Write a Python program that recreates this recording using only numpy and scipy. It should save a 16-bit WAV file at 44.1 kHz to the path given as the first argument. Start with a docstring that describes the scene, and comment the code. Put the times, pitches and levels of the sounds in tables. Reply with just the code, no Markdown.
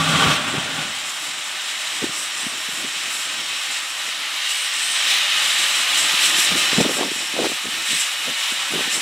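"""Escaping steam hisses, spurts and swells as a tank engine rolls slowly in, heard from the platform edge:
coloured noise follows a jet curve, with narrow noise bands for the singing gap and pipe.
A hollow roar of steam through a ringing pipe shuts off early and dies away over a low drone.
Wheels rumble faintly as low noise; puffs of air knock dully on the microphone as short bursts of low
noise, thickest from about 6.8 to 7.5 s, and a few crosswind thumps differ a little on each side."""
import sys
import numpy as np
from scipy import signal
from scipy.fft import rfft, irfft, next_fast_len
from scipy.io import wavfile
from scipy.ndimage import uniform_filter1d

SR = 44100
rng = np.random.default_rng(int(sys.argv[2]) if len(sys.argv) > 2 else 0)


def int16_out(signal):
    """Quantize to a 16-bit WAV file."""
    q = np.round(np.clip(np.atleast_2d(signal).T, -1, 1) * 32767)
    wavfile.write(sys.argv[1], SR, q.astype(np.int16))


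N = 397341

# Main jet, drives the hiss, sizzle and spray: (time [s], level [dB])
JET_DB = [(0, -25), (.13, -22.5), (.3, -21.5), (.365, -24), (.39, -28.5), (.95, -28.5), (1.15, -30),
          (1.7, -27.5), (2.05, -27), (2.09, -30.5), (2.14, -28), (2.5, -28), (2.57, -29), (2.8, -27.5),
          (3.68, -27), (3.76, -25), (3.85, -28.5), (3.99, -29), (4.06, -26), (4.32, -27), (4.43, -24),
          (4.77, -25), (4.93, -22), (5.04, -20.5), (5.12, -18.5), (5.27, -21), (5.4, -19.5), (5.54, -21.2),
          (5.85, -20), (6.08, -20), (6.25, -18), (6.32, -20), (6.49, -19), (6.68, -20.5), (6.81, -21.5),
          (6.88, -25), (7.2, -26), (7.3, -28.5), (7.44, -24.5), (7.64, -28), (7.74, -25.5), (7.83, -26),
          (7.91, -22.5), (8.18, -27), (8.34, -24.5), (8.66, -25.5), (8.83, -23.5), (9, -25.5)]
# Deep rush of the jet: (time [s], level [dB])
RUSH_DB = [(0, -38), (.5, -36), (1.1, -38), (4.85, -38), (4.97, -34), (6.2, -32), (6.75, -31.5), (7.1, -39),
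           (7.7, -38), (9, -35)]
# Steam spectra: (frequency [Hz], relative level [dB])
RUSH_COLOUR = [(250, -22), (480, -17), (650, -9), (1000, -1.5), (1300, -.5), (1600, 1.5), (2100, -32),
               (3500, -42)]
HISS_COLOUR = [(900, -32), (1500, -9), (1800, -6), (2400, -2), (3050, 0), (3950, -2.1), (4250, -5),
               (4900, -7.5), (5600, -7.5), (6500, -9.5), (7500, -8.5), (12000, -29.5)]
SIZZLE_COLOUR = [(4000, -31), (5200, 4), (6500, -1.5), (7200, -1), (7700, 6.5), (8800, -1), (9500, 0),
                 (11000, -36), (15000, -42)]
SPRAY_COLOUR = [(7000, -26), (9800, 7), (11000, 3), (12300, 2.5), (12700, -5), (13300, -2), (14300, -8),
                (15600, -14)]
# Resonances rung by the steam: (frequency [Hz], width [Hz], lift [dB])
STEAM_MODES = [(574, 117, 8.5), (813, 55, 7), (1220, 200, 6), (1827, 94, 7), (2000, 220, 4), (2230, 99, 3),
               (2550, 104, 4.5), (2840, 170, 3), (3093, 99, 4), (3256, 82, 2), (3544, 95, 3),
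               (3870, 176, 4), (4040, 70, 2), (4620, 90, 2), (5490, 300, 0.5), (7480, 430, -4),
               (8720, 480, 5.5)]
# Jet at rest, and layer levels there
REST_DB, SIZZLE_DB, SPRAY_DB = -26.5, -37.5, -46
# Layer gain per dB of jet
SIZZLE_FOLLOW_DB_PER_DB, SPRAY_FOLLOW_DB_PER_DB = 0.54, 0.79
# Spray grows steadily as the engine nears, pivoting about this time
SPRAY_DB_PER_S, SPRAY_PIVOT_S = 0.6, 2.4
# Bright spurts and some dull lapses from a narrow gap; pitch may climb, hold or sink:
# (start [s], length [s], sizzle lift [dB], spray lift [dB], pitch rise [Hz])
SPURTS = [(0, 0.24, 2.5, 0, 0), (1.08, 0.2, 2.5, 4.5, 0), (1.824, 0.24, 2.5, 1, 299),
          (2.118, 0.17, 7, 4, 650), (2.344, 0.17, 4.5, 2, 600), (2.57, .24, 2.5, 2, 0),
          (3.134, .13, 4, 4, 99), (3.44, 0.23, 1, 0, 0), (3.69, 0.1, 2.5, 1, 1), (3.871, 0.053, 5, 4, 1),
          (4.119, 0.35, -7, -0.5, 0), (4.478, 0.19, 5, 2.5, 800), (4.731, 0.26, 6.5, 0, 751),
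          (5.093, .08, -8, 1, 300), (5.17, 0.19, -10, 0.5, 300.5), (5.43, 0.41, 4.5, 1.5, 150),
          (5.95, 0.12, 8.5, 4, 249.5), (6.22, 0.098, 9.5, 3, 301), (6.372, 0.09, 10, 8, 350),
          (6.563, 0.088, 4, 2, 253.5), (6.752, 0.08, 6, 1, 148.5), (6.897, 0.12, 5, 2.5, -2.5),
          (7.162, 0.094, 5, 0, -200), (7.877, 0.11, 5.5, 1, 450), (7.984, 0.052, 9, 4, 450),
          (8.58, 0.11, 3, 0, 149), (8.911, 0.092, 10.5, 4, 98)]
SPURT_EDGE_S, SPURT_GLIDE_S = 0.0553, 0.12  # opening or closing time; pitch glide time
SPURT_HISS_SHARE = 0.014  # share of the spray lift [dB] added to the hiss
# Gap pitch at rest; water in the gap makes it jump about
GAP_HZ, GAP_WAVER_HZ, GAP_WAVER_PER_S = 7506, 140.2, 45
# Lower tone of the same gap: (time [s], level [dB])
RING_DB = [(0, -46), (1.5, -50), (2.1, -45.5), (4, -47), (5.9, -44), (6.4, -39), (6.9, -40), (7.7, -48),
           (8, -39.5), (8.4, -47), (9, -44)]
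RING_HZ, RING_HALF_WIDTH_HZ = 5490, 66
RING_LIFT_SHARE, RING_RISE_SHARE = 0.3, 0.55  # shares of sizzle lift [dB] and pitch rise [Hz]
# Half-whistling pipe: (time [s], level re jet [dB])
WHISTLE_DB = [(0, -21), (2, -22), (4.6, -18), (5.2, -9), (6.1, -13), (6.4, -13), (6.9, -15), (9, -6)]
# Its tones: (frequency [Hz], half-width [Hz], relative level [dB])
WHISTLE_MODES = [(1812, 20, -4), (2528, 20, 0), (3020, 50, -1), (3545, 35, -7), (3940, 70, -3)]
# Its clearest tone: (time [s], level re jet [dB])
LEAD_TONE_DB = [(1.9, -28), (2.17, -7), (2.4, -28), (4.2, -22), (4.5, -5), (4.85, -18), (5.35, -11),
                (5.8, -14), (6.3, -17), (7.2, -16), (7.45, -15), (7.75, -11.5), (7.93, -18), (8.08, -9),
                (8.38, -10), (8.6, -14), (8.85, -11), (9, -19)]
LEAD_HZ, LEAD_HALF_WIDTH_HZ = 2872, 26
# Wet spits, bell-shaped: (centre time [s], level [dB], standard deviation [s])
SPITS = [(.22, -31, .02), (.32, -29, .022), (3.57, -35, .02), (3.754, -38, 0.028), (4.49, -39, 0.027),
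         (5.107, -26, 0.039), (6.253, -24, 0.035), (6.422, -39, .03), (6.79, -26.5, 0.054),
         (7.453, -28, .024), (7.95, -34, 0.05), (8.28, -35, .022), (8.43, -34, .025)]
# Spit spectrum: (frequency [Hz], relative level [dB])
SPIT_COLOUR = [(2000, -6), (3900, 9), (4600, -7), (5500, 7.5), (6500, -6), (8000, -5), (11000, -16),
               (15000, -20)]
# Default stereo width: (frequency [Hz], side minus mid [dB])
WIDTH = [(40, -24), (150, -49), (500, -48), (1200, -64), (2300, -59), (3000, -58), (3800, -15.5),
         (8000, -13.5), (13000, -10.5)]

# Spectra of the roar, of the steam lingering after it and of its drone:
# (frequency [Hz], relative level [dB])
ROAR_COLOUR = [(200, -18), (430, -8), (600, -2), (930, -3.5), (1300, -1), (1550, -2.5), (1900, -9),
               (2400, -14.5), (3500, -14), (5500, -57)]
LINGER_COLOUR = [(200, -11), (450, -6), (800, -2.5), (1150, -8), (1550, 0.5), (2100, -2), (3500, 1),
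                 (5500, -50)]
DRONE_COLOUR = [(25, -28), (50, -19), (70, -8), (110, 4), (170, -2.5), (230, 0.5), (280, 3), (400, -6),
                (800, -60)]
# Pipe resonances, and those rung only by the full blast: (frequency [Hz], width [Hz], lift [dB])
PIPE_MODES = [(157, 5, 14), (176, 5, 11), (218, 18, 9), (267, 8, 10), (590, 12, 6), (629, 14, 6),
              (797, 14, 10), (1391, 20, 11), (1445, 20, 7), (1492, 15, 9)]
BLAST_MODES = [(1085, 25, 8), (1151, 12, 17), (1185, 26, 10), (2650, 200, 13), (3230, 300, 15),
               (3750, 300, 12)]
# Near-steady pipe tones: (frequency [Hz], level re strongest [dB])
DRONE_TONES = [(157, 0), (175, -1), (268, -6)]
# Roar fills the station: (frequency [Hz], side minus mid [dB])
ROAR_WIDTH = [(60, -16), (110, -33), (200, -36), (380, -20), (700, -32), (1290, -26), (2380, -13),
              (4400, -16), (8120, -20), (15000, -17)]
ROAR_PEAK_S, ROAR_SHUT_S, ROAR_SHUTTING_S, ROAR_END_S = 0.2, 0.31, 0.065, 0.82
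ROAR_RELEASE_DB_PER_S = 104  # after ROAR_END_S

# Rolling wheels: (time [s], level [dB])
ROLL_DB = [(1, -51), (1.5, -54), (2.6, -51), (3.9, -56.5), (4.75, -61.5), (5.05, -51.5), (5.8, -49),
           (6.75, -39.5), (7.25, -51), (8.5, -57), (9, -50)]
# Rolling spectrum: (frequency [Hz], relative level [dB])
ROLL_COLOUR = [(20, -42), (35, -29), (50, -22), (80, -15.5), (150, -3), (230, -1.5), (310, 4.5), (420, -5),
               (700, -1.5), (1500, -26)]

# Single hard puffs on the microphone:
# (time [s], level before BUFFET_GAIN_DB [dB], length [s], centre [Hz])
BUFFETS = [(0.583, -21, 0.006, 206), (2.029, -27, 0.013, 312), (2.043, -18, 0.0065, 360),
           (2.068, -31, .003, 420), (2.469, -25.5, .0045, 302), (2.692, -36, 0.0065, 265),
           (2.734, -41, .008, 270), (2.85, -32, 0.012, 320), (3.153, -40, .006, 320),
           (3.395, -41, 0.012, 288), (4.083, -42, .008, 350), (6.137, -37, 0.013, 246),
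           (6.388, -32, 0.01, 322.5), (6.559, -24, 0.0056, 271.2), (6.732, -23.5, 0.0054, 281),
           (6.785, -12.8, 0.008, 330), (6.804, -13, 0.0041, 340), (6.811, -13.5, 0.007, 280),
           (6.847, -22, 0.0036, 430), (6.855, -19, 0.006, 430), (6.864, -17, .006, 405),
           (6.895, -23, 0.011, 477), (6.911, -24.5, 0.0079, 424), (6.976, -33, .005, 480),
           (6.993, -19.5, 0.0036, 660), (7.011, -16.5, 0.0042, 477), (7.023, -22.5, 0.0053, 623),
           (7.033, -22, 0.006, 900), (7.118, -27, 0.0076, 381), (7.163, -36, .005, 270),
           (7.34, -29.5, 0.0062, 330), (7.367, -23, 0.0025, 598), (7.38, -25, .004, 520),
           (7.392, -16, .005, 540), (7.398, -20, .004, 520), (7.405, -18.5, 0.0042, 484),
           (7.431, -24, .006, 480), (7.445, -18.5, .004, 560), (7.455, -18.5, 0.006, 582),
           (7.468, -21, 0.0042, 484), (7.501, -31, 0.0056, 400), (7.52, -28, 0.007, 480),
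           (7.658, -28, 0.0068, 313.4), (7.932, -37, 0.042, 291), (8.285, -32, 0.0064, 463),
           (8.523, -35, .0095, 286.7), (8.739, -25, 0.0078, 371), (8.757, -28, 0.0074, 330),
           (8.792, -26, 0.0044, 440), (8.809, -25.5, 0.0039, 420), (8.878, -33, 0.013, 345)]
# Gusts of weaker eddies:
# (start [s], length [s], eddy level before scatter, taper and BUFFET_GAIN_DB [dB], centre [Hz])
GUSTS = [(0.518, 0.058, -30, 278), (2.071, 0.036, -39, 260), (2.426, 0.027, -42, 260),
         (2.721, .06, -51, 265), (6.491, 0.084, -29.5, 240), (6.739, 0.12, -26.5, 279),
         (6.968, 0.075, -26, 474), (7.035, 0.052, -28.5, 350), (7.349, .15, -28, 420),
         (7.639, 0.056, -33.5, 279.5), (8.252, 0.075, -36.5, 302), (8.704, .12, -30, 340.3),
         (8.934, 0.069, -35.5, 350)]
BUFFET_GAIN_DB = 0.5
EDDY_GAP_S, EDDY_S, EDDY_SCATTER_DB, GUST_TAPER_DB = 0.013, 0.0076, 4.5, 9  # gap is the mean
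SLAP_SHARE = 0.35  # share of power in the slap at the crest, ahead of the wake
# Wake: level re eddy, decay time, corner as a share of the eddy's centre frequency
WAKE_DB, WAKE_S, WAKE_REACH = -16, 0.017, 0.6164
# Crosswind bursts, bell-shaped: (centre time [s], level [dB], standard deviation [s])
CROSSWIND = [(.15, -34, .025), (.258, -26, 0.024), (.328, -31, .012), (.55, -42, .02), (6.805, -34, 0.014)]
# Crosswind spectrum: (frequency [Hz], relative level [dB])
CROSSWIND_COLOUR = [(50, -13), (110, -4), (180, -5), (300, -9), (450, -11), (900, -44)]
# Crosswind width: (frequency [Hz], side minus mid [dB])
CROSSWIND_WIDTH = [(60, -13), (130, -10), (400, -5)]

TOP_HZ = 15700


def steam():
    """A leaking jet: deep rush, ringing hiss, sizzle at the gap and a spray of droplets, all sputtering."""
    push_db = curve(JET_DB) - REST_DB
    sizzle_lift_db, spray_lift_db, rise_hz = spurting()

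    rush = turbulence(RUSH_COLOUR, STEAM_MODES, (700, 1500)) * undb(curve(RUSH_DB))

    hiss = turbulence(HISS_COLOUR, STEAM_MODES, (1700, 4300))
    hiss = hiss * undb(curve(JET_DB) + SPURT_HISS_SHARE * spray_lift_db)
    hiss = hiss * flutter(slow_db=0.39, fast_db=0.5, slow_rate=28, fast_rate=180)

    sizzle_noise = turbulence(SIZZLE_COLOUR, STEAM_MODES, (7000, 9500))
    gap_hz = GAP_HZ + rise_hz + GAP_WAVER_HZ * walk(GAP_WAVER_PER_S)
    sizzle = undb(-2.5) * sizzle_noise + undb(-1.5) * singing_gap(gap_hz, half_width_hz=400)
    sizzle = sizzle * undb(SIZZLE_DB + SIZZLE_FOLLOW_DB_PER_DB * push_db + sizzle_lift_db)
    sizzle = sizzle * flutter(slow_db=0.6, fast_db=1.0, slow_rate=12, fast_rate=43)

    spray = turbulence(SPRAY_COLOUR, [], (10000, 15000))
    nearing_db = SPRAY_DB_PER_S * (np.arange(N) / SR - SPRAY_PIVOT_S)
    spray = spray * undb(SPRAY_DB + SPRAY_FOLLOW_DB_PER_DB * push_db + spray_lift_db + nearing_db)
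    spray = spray * undb(walk(12))

    treble = (sizzle + spray) * flutter(slow_db=0.88, fast_db=0.97, slow_rate=36, fast_rate=230)
    jet = (rush + hiss + treble) * flutter(slow_db=0.14, fast_db=0.29, slow_rate=25, fast_rate=62)

    ring = singing_gap(RING_HZ + RING_RISE_SHARE * rise_hz + 35 * walk(20), RING_HALF_WIDTH_HZ)
    ring = ring * undb(curve(RING_DB) + RING_LIFT_SHARE * sizzle_lift_db + 2.0 * walk(16))
    return echoes(jet) + ring + whistle()


def spurting():
    """Spurts and lapses fade in and out, pitch gliding: sizzle lift [dB], spray lift [dB], pitch rise [Hz]."""
    out = np.zeros((3, N))
    for start_s, length_s, sizzle_db, spray_db, rise_hz in SPURTS:
        opens_s = start_s - SPURT_EDGE_S / 2
        gate = ramp(opens_s, SPURT_EDGE_S) - ramp(opens_s + length_s, SPURT_EDGE_S)
        out[0] += sizzle_db * gate
        out[1] += spray_db * gate
        out[2] += rise_hz * gate * ramp(start_s, SPURT_GLIDE_S)
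    return out


def singing_gap(centre_hz, half_width_hz):
    """A gap sings a narrow band: low-passed noise pairs modulate a carrier of gliding pitch; rms 1."""
    lowpass = signal.butter(2, half_width_hz, fs=SR, output="sos")
    slow = signal.sosfilt(lowpass, rng.standard_normal((2, N)))
    phase = 2 * np.pi * np.cumsum(centre_hz) / SR
    band = slow[0] * np.cos(phase) + slow[1] * np.sin(phase)
    return band / band.std()


def whistle(waver_db=3.0, waver_per_s=11):
    """Narrow, breathy tones where the jet rings its pipe; each comes and goes on its own."""
    size = next_fast_len(N)
    hz = np.arange(size // 2 + 1) * SR / size
    tones = 0
    for centre_hz, half_width_hz, db in WHISTLE_MODES:
        resonance = 1 / (1 + ((hz - centre_hz) / half_width_hz) ** 2)
        tone = irfft(rfft(rng.standard_normal(size)) * resonance, size)[:N]
        tones = tones + tone * undb(db + waver_db * walk(waver_per_s))
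    tones = tones / tones.std() * undb(curve(WHISTLE_DB))
    lead = singing_gap(LEAD_HZ + 14 * walk(9), LEAD_HALF_WIDTH_HZ) * undb(curve(LEAD_TONE_DB))
    return (tones + lead) * undb(curve(JET_DB))


def echoes(x, count=9, echo_db=-18, spread_s=0.024, drift=0.000225, dull_hz=5000):
    """Platform, canopy and boiler side return faint, dull copies; delays creep as the engine moves."""
    n = np.arange(N)
    dull = signal.sosfilt(signal.butter(1, dull_hz, fs=SR, output="sos"), x)
    out = x.copy()
    for late, creep in rng.uniform(0, 1, (count, 2)):
        delay_samples = (0.1 + late) * spread_s * SR + (2 * creep - 1) * drift * n
        out += undb(echo_db) * np.array([np.interp(n - delay_samples, n, ear, left=0) for ear in dull])
    # hold the power of the sum
    return out / np.sqrt(1 + count * undb(echo_db) ** 2)


def spits():
    """Water carried into the jet makes it spit brightly for a moment."""
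    noise = turbulence(SPIT_COLOUR, [], (3000, 15000))
    return noise * swells(SPITS) * flutter(slow_db=2.0, fast_db=1.5, slow_rate=88, fast_rate=380)


def roar():
    """Steam blown hard through a pipe rings it; once shut off, a quieter, breathier hiss and a drone die away."""
    blast = turbulence(ROAR_COLOUR, PIPE_MODES + BLAST_MODES, (550, 1600), ROAR_WIDTH)
    after = turbulence(LINGER_COLOUR, PIPE_MODES, (550, 1600), ROAR_WIDTH)
    drone = turbulence(DRONE_COLOUR, PIPE_MODES, (60, 330), ROAR_WIDTH)
    sound = (blast * roar_level(peak_db=-20.5, swell_db=4.5, shut_db=5, linger_db=20)
             + after * roar_level(peak_db=-32.0, swell_db=9, shut_db=-0.4, linger_db=3.5)
             + drone * roar_level(peak_db=-27, swell_db=5, shut_db=8.5, linger_db=3.0)
             + drone_tones() * roar_level(peak_db=-29.5, swell_db=2.5, shut_db=15, linger_db=12))
    return sound * flutter(slow_db=1.0, fast_db=0.7, slow_rate=40.7, fast_rate=100)


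def roar_level(peak_db, swell_db, shut_db, linger_db):
    """Gain: swells to its peak, steps as the steam shuts off, fades slowly, then releases fast."""
    swell = swell_db * (1 - ramp(0, ROAR_PEAK_S))
    shut = shut_db * ramp(ROAR_SHUT_S, ROAR_SHUTTING_S)
    linger = linger_db * ramp(ROAR_SHUT_S, ROAR_END_S - ROAR_SHUT_S)
    release = ROAR_RELEASE_DB_PER_S * np.maximum(np.arange(N) / SR - ROAR_END_S, 0)
    return undb(peak_db - swell - shut - linger - release)


def drone_tones(waver_hz=1.9, waver_db=2.0):
    """The blast holds low pipe resonances as sines of nearly steady pitch."""
    out = np.zeros(N)
    for tone_hz, db in DRONE_TONES:
        gain = np.sqrt(2) * undb(db + waver_db * walk(12))
        phase = 2 * np.pi * np.cumsum(tone_hz + waver_hz * walk(10)) / SR
        out += gain * np.sin(phase)
    return out


def wheels():
    """Slow wheels on the rails give an uneven, faint rumble of low noise."""
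    rumble = turbulence(ROLL_COLOUR, [], (90, 450))
    return rumble * undb(curve(ROLL_DB)) * flutter(slow_db=2.5, fast_db=2.0, slow_rate=12, fast_rate=39)


def buffets(spread=0.62, skirt=2.45, edge=0.85, low_edge=0.62, side_db=-49.0, side_hz=300):
    """Each eddy: a swell of low pressure noise, a slap at its crest, a rough wake; pitch sets its reach."""
    size = 8192
    t = (np.arange(size) - size // 2) / SR
    hz = np.arange(size // 2 + 1) * SR / size
    to_crest = np.exp(-2j * np.pi * hz * (size // 2) / SR)
    # the two ports differ a little, most at low frequency
    width = undb(side_db) / np.sqrt(1 + (hz / side_hz) ** 2)
    out = np.zeros((2, N + 2 * size))
    for time_s, db, length_s, centre_hz in BUFFETS + eddies():
        swell = np.exp(-0.5 * (t / (spread * length_s)) ** 2)
        bass_cut = hz ** 4 / (hz ** 4 + (low_edge * centre_hz) ** 4)
        tone = bass_cut / np.sqrt(1 + (hz / (edge * centre_hz)) ** (2 * skirt))
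        noise = rfft(rng.standard_normal((2, size)) * swell)
        churn, side = irfft(noise * np.array([tone, tone * width]))
        slap = irfft(tone * to_crest * np.exp(2j * np.pi * rng.random()))
        slap = slap * churn.std() / slap.std()
        mid = np.sqrt(1 - SLAP_SHARE) * churn + np.sqrt(SLAP_SHARE) * slap

        trail = np.exp(-np.abs(t - length_s) / np.where(t > length_s, WAKE_S, length_s))
        wake_tone = hz ** 2 / (1 + (hz / (WAKE_REACH * centre_hz)) ** 2) ** 2
        wake = irfft(rfft(rng.standard_normal(size) * trail) * wake_tone)
        mid = mid + undb(WAKE_DB) * wake * mid.std() / wake.std()

        # level is the rms over length_s
        strength = undb(db + BUFFET_GAIN_DB) * np.sqrt(length_s * SR / np.sum(mid ** 2))
        start = int(time_s * SR) + size // 2
        out[:, start:start + size] += strength * np.array([mid + side, mid - side])
    return out[:, size:size + N]


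def eddies():
    """A gust breaks into unevenly spaced eddies, tending strongest mid-gust: rows like BUFFETS."""
    rows = []
    for start_s, length_s, db, centre_hz in GUSTS:
        count = max(round(length_s / EDDY_GAP_S), 1)
        for k, (shift, strength) in enumerate(rng.uniform(-1, 1, (count, 2))):
            place = (k + 0.5 + 0.296 * shift) / count
            eddy_db = db + EDDY_SCATTER_DB * strength - GUST_TAPER_DB * (2 * place - 1) ** 2
            rows.append((min(start_s + place * length_s, N / SR), eddy_db, EDDY_S, centre_hz))
    return rows


def crosswind():
    """Wind thumps both ports with mostly shared low noise, a little different on each side."""
    thump = turbulence(CROSSWIND_COLOUR, [], (60, 400), CROSSWIND_WIDTH)
    return thump * swells(CROSSWIND)


def turbulence(points, modes, band_hz, width_points=WIDTH):
    """Turbulent flow as coloured stereo noise, lifted by resonances; mid rms near 1 inside the band."""
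    size = next_fast_len(N)
    hz = np.arange(size // 2 + 1) * SR / size
    power = np.ones_like(hz)
    for centre_hz, width_hz, db in modes:
        power += (undb(db) ** 2 - 1) / (1 + (2 * (hz - centre_hz) / width_hz) ** 2)
    gain = colour(hz, points) * np.sqrt(np.abs(power))
    in_band = (hz > band_hz[0]) * (hz < band_hz[1])
    gain = gain / np.sqrt(np.mean(gain ** 2 * in_band))
    # keep falling below the lowest point
    gain = gain * np.minimum(hz / points[0][0], 1) ** 2
    mid, side = rfft(rng.standard_normal((2, size))) * gain
    side = side * colour(hz, width_points)
    return irfft(np.array([mid + side, mid - side]), size)[:, :N]


def flutter(slow_db, fast_db, slow_rate, fast_rate):
    """Unsteady flow surges and sputters: gain from a slow and a fast random walk, rates per s."""
    return undb(slow_db * walk(slow_rate) + fast_db * walk(fast_rate))


def walk(rate):
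    """Random levels held 1 / rate s, smoothed twice; standard deviation 1."""
    k = max(int(SR / rate), 2)
    held = np.repeat(rng.standard_normal(N // k + 2), k)
    slewed = uniform_filter1d(uniform_filter1d(held, k), k)[:N]
    return slewed / slewed.std()


def swells(rows):
    """Sum of bell-shaped gains: (centre time [s], level [dB], standard deviation [s])."""
    t = np.arange(N) / SR
    return sum(undb(db) * np.exp(-0.5 * ((t - time_s) / sd_s) ** 2) for time_s, db, sd_s in rows)


def ramp(start_s, length_s):
    """Linear rise from 0 to 1."""
    return np.clip((np.arange(N) / SR - start_s) / length_s, 0, 1)


def curve(rows):
    """Linear interpolation over time: (time [s], value)."""
    rows = np.asarray(rows)
    return np.interp(np.arange(N) / SR, rows[:, 0], rows[:, 1])


def colour(hz, points):
    """Spectral gain, dB interpolated over log frequency."""
    points = np.asarray(points)
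    return undb(np.interp(np.log(hz + 1), np.log(points[:, 0]), points[:, 1]))


def undb(db):
    """Decibels to amplitude gain."""
    return 10 ** (np.asarray(db) / 20)


def scene():
    """Engine and breeze together."""
    return steam() + spits() + roar() + wheels() + buffets() + crosswind()


def record(dry):
    """The recorder cuts the deepest bass (40 Hz high-pass) and the top (steep low-pass)."""
    dry = signal.sosfilt(signal.butter(2, 40, "high", fs=SR, output="sos"), dry)
    return signal.sosfilt(signal.ellip(10, 0.2, 80, TOP_HZ, fs=SR, output="sos"), dry)


dry = scene()
out = record(dry)
int16_out(out)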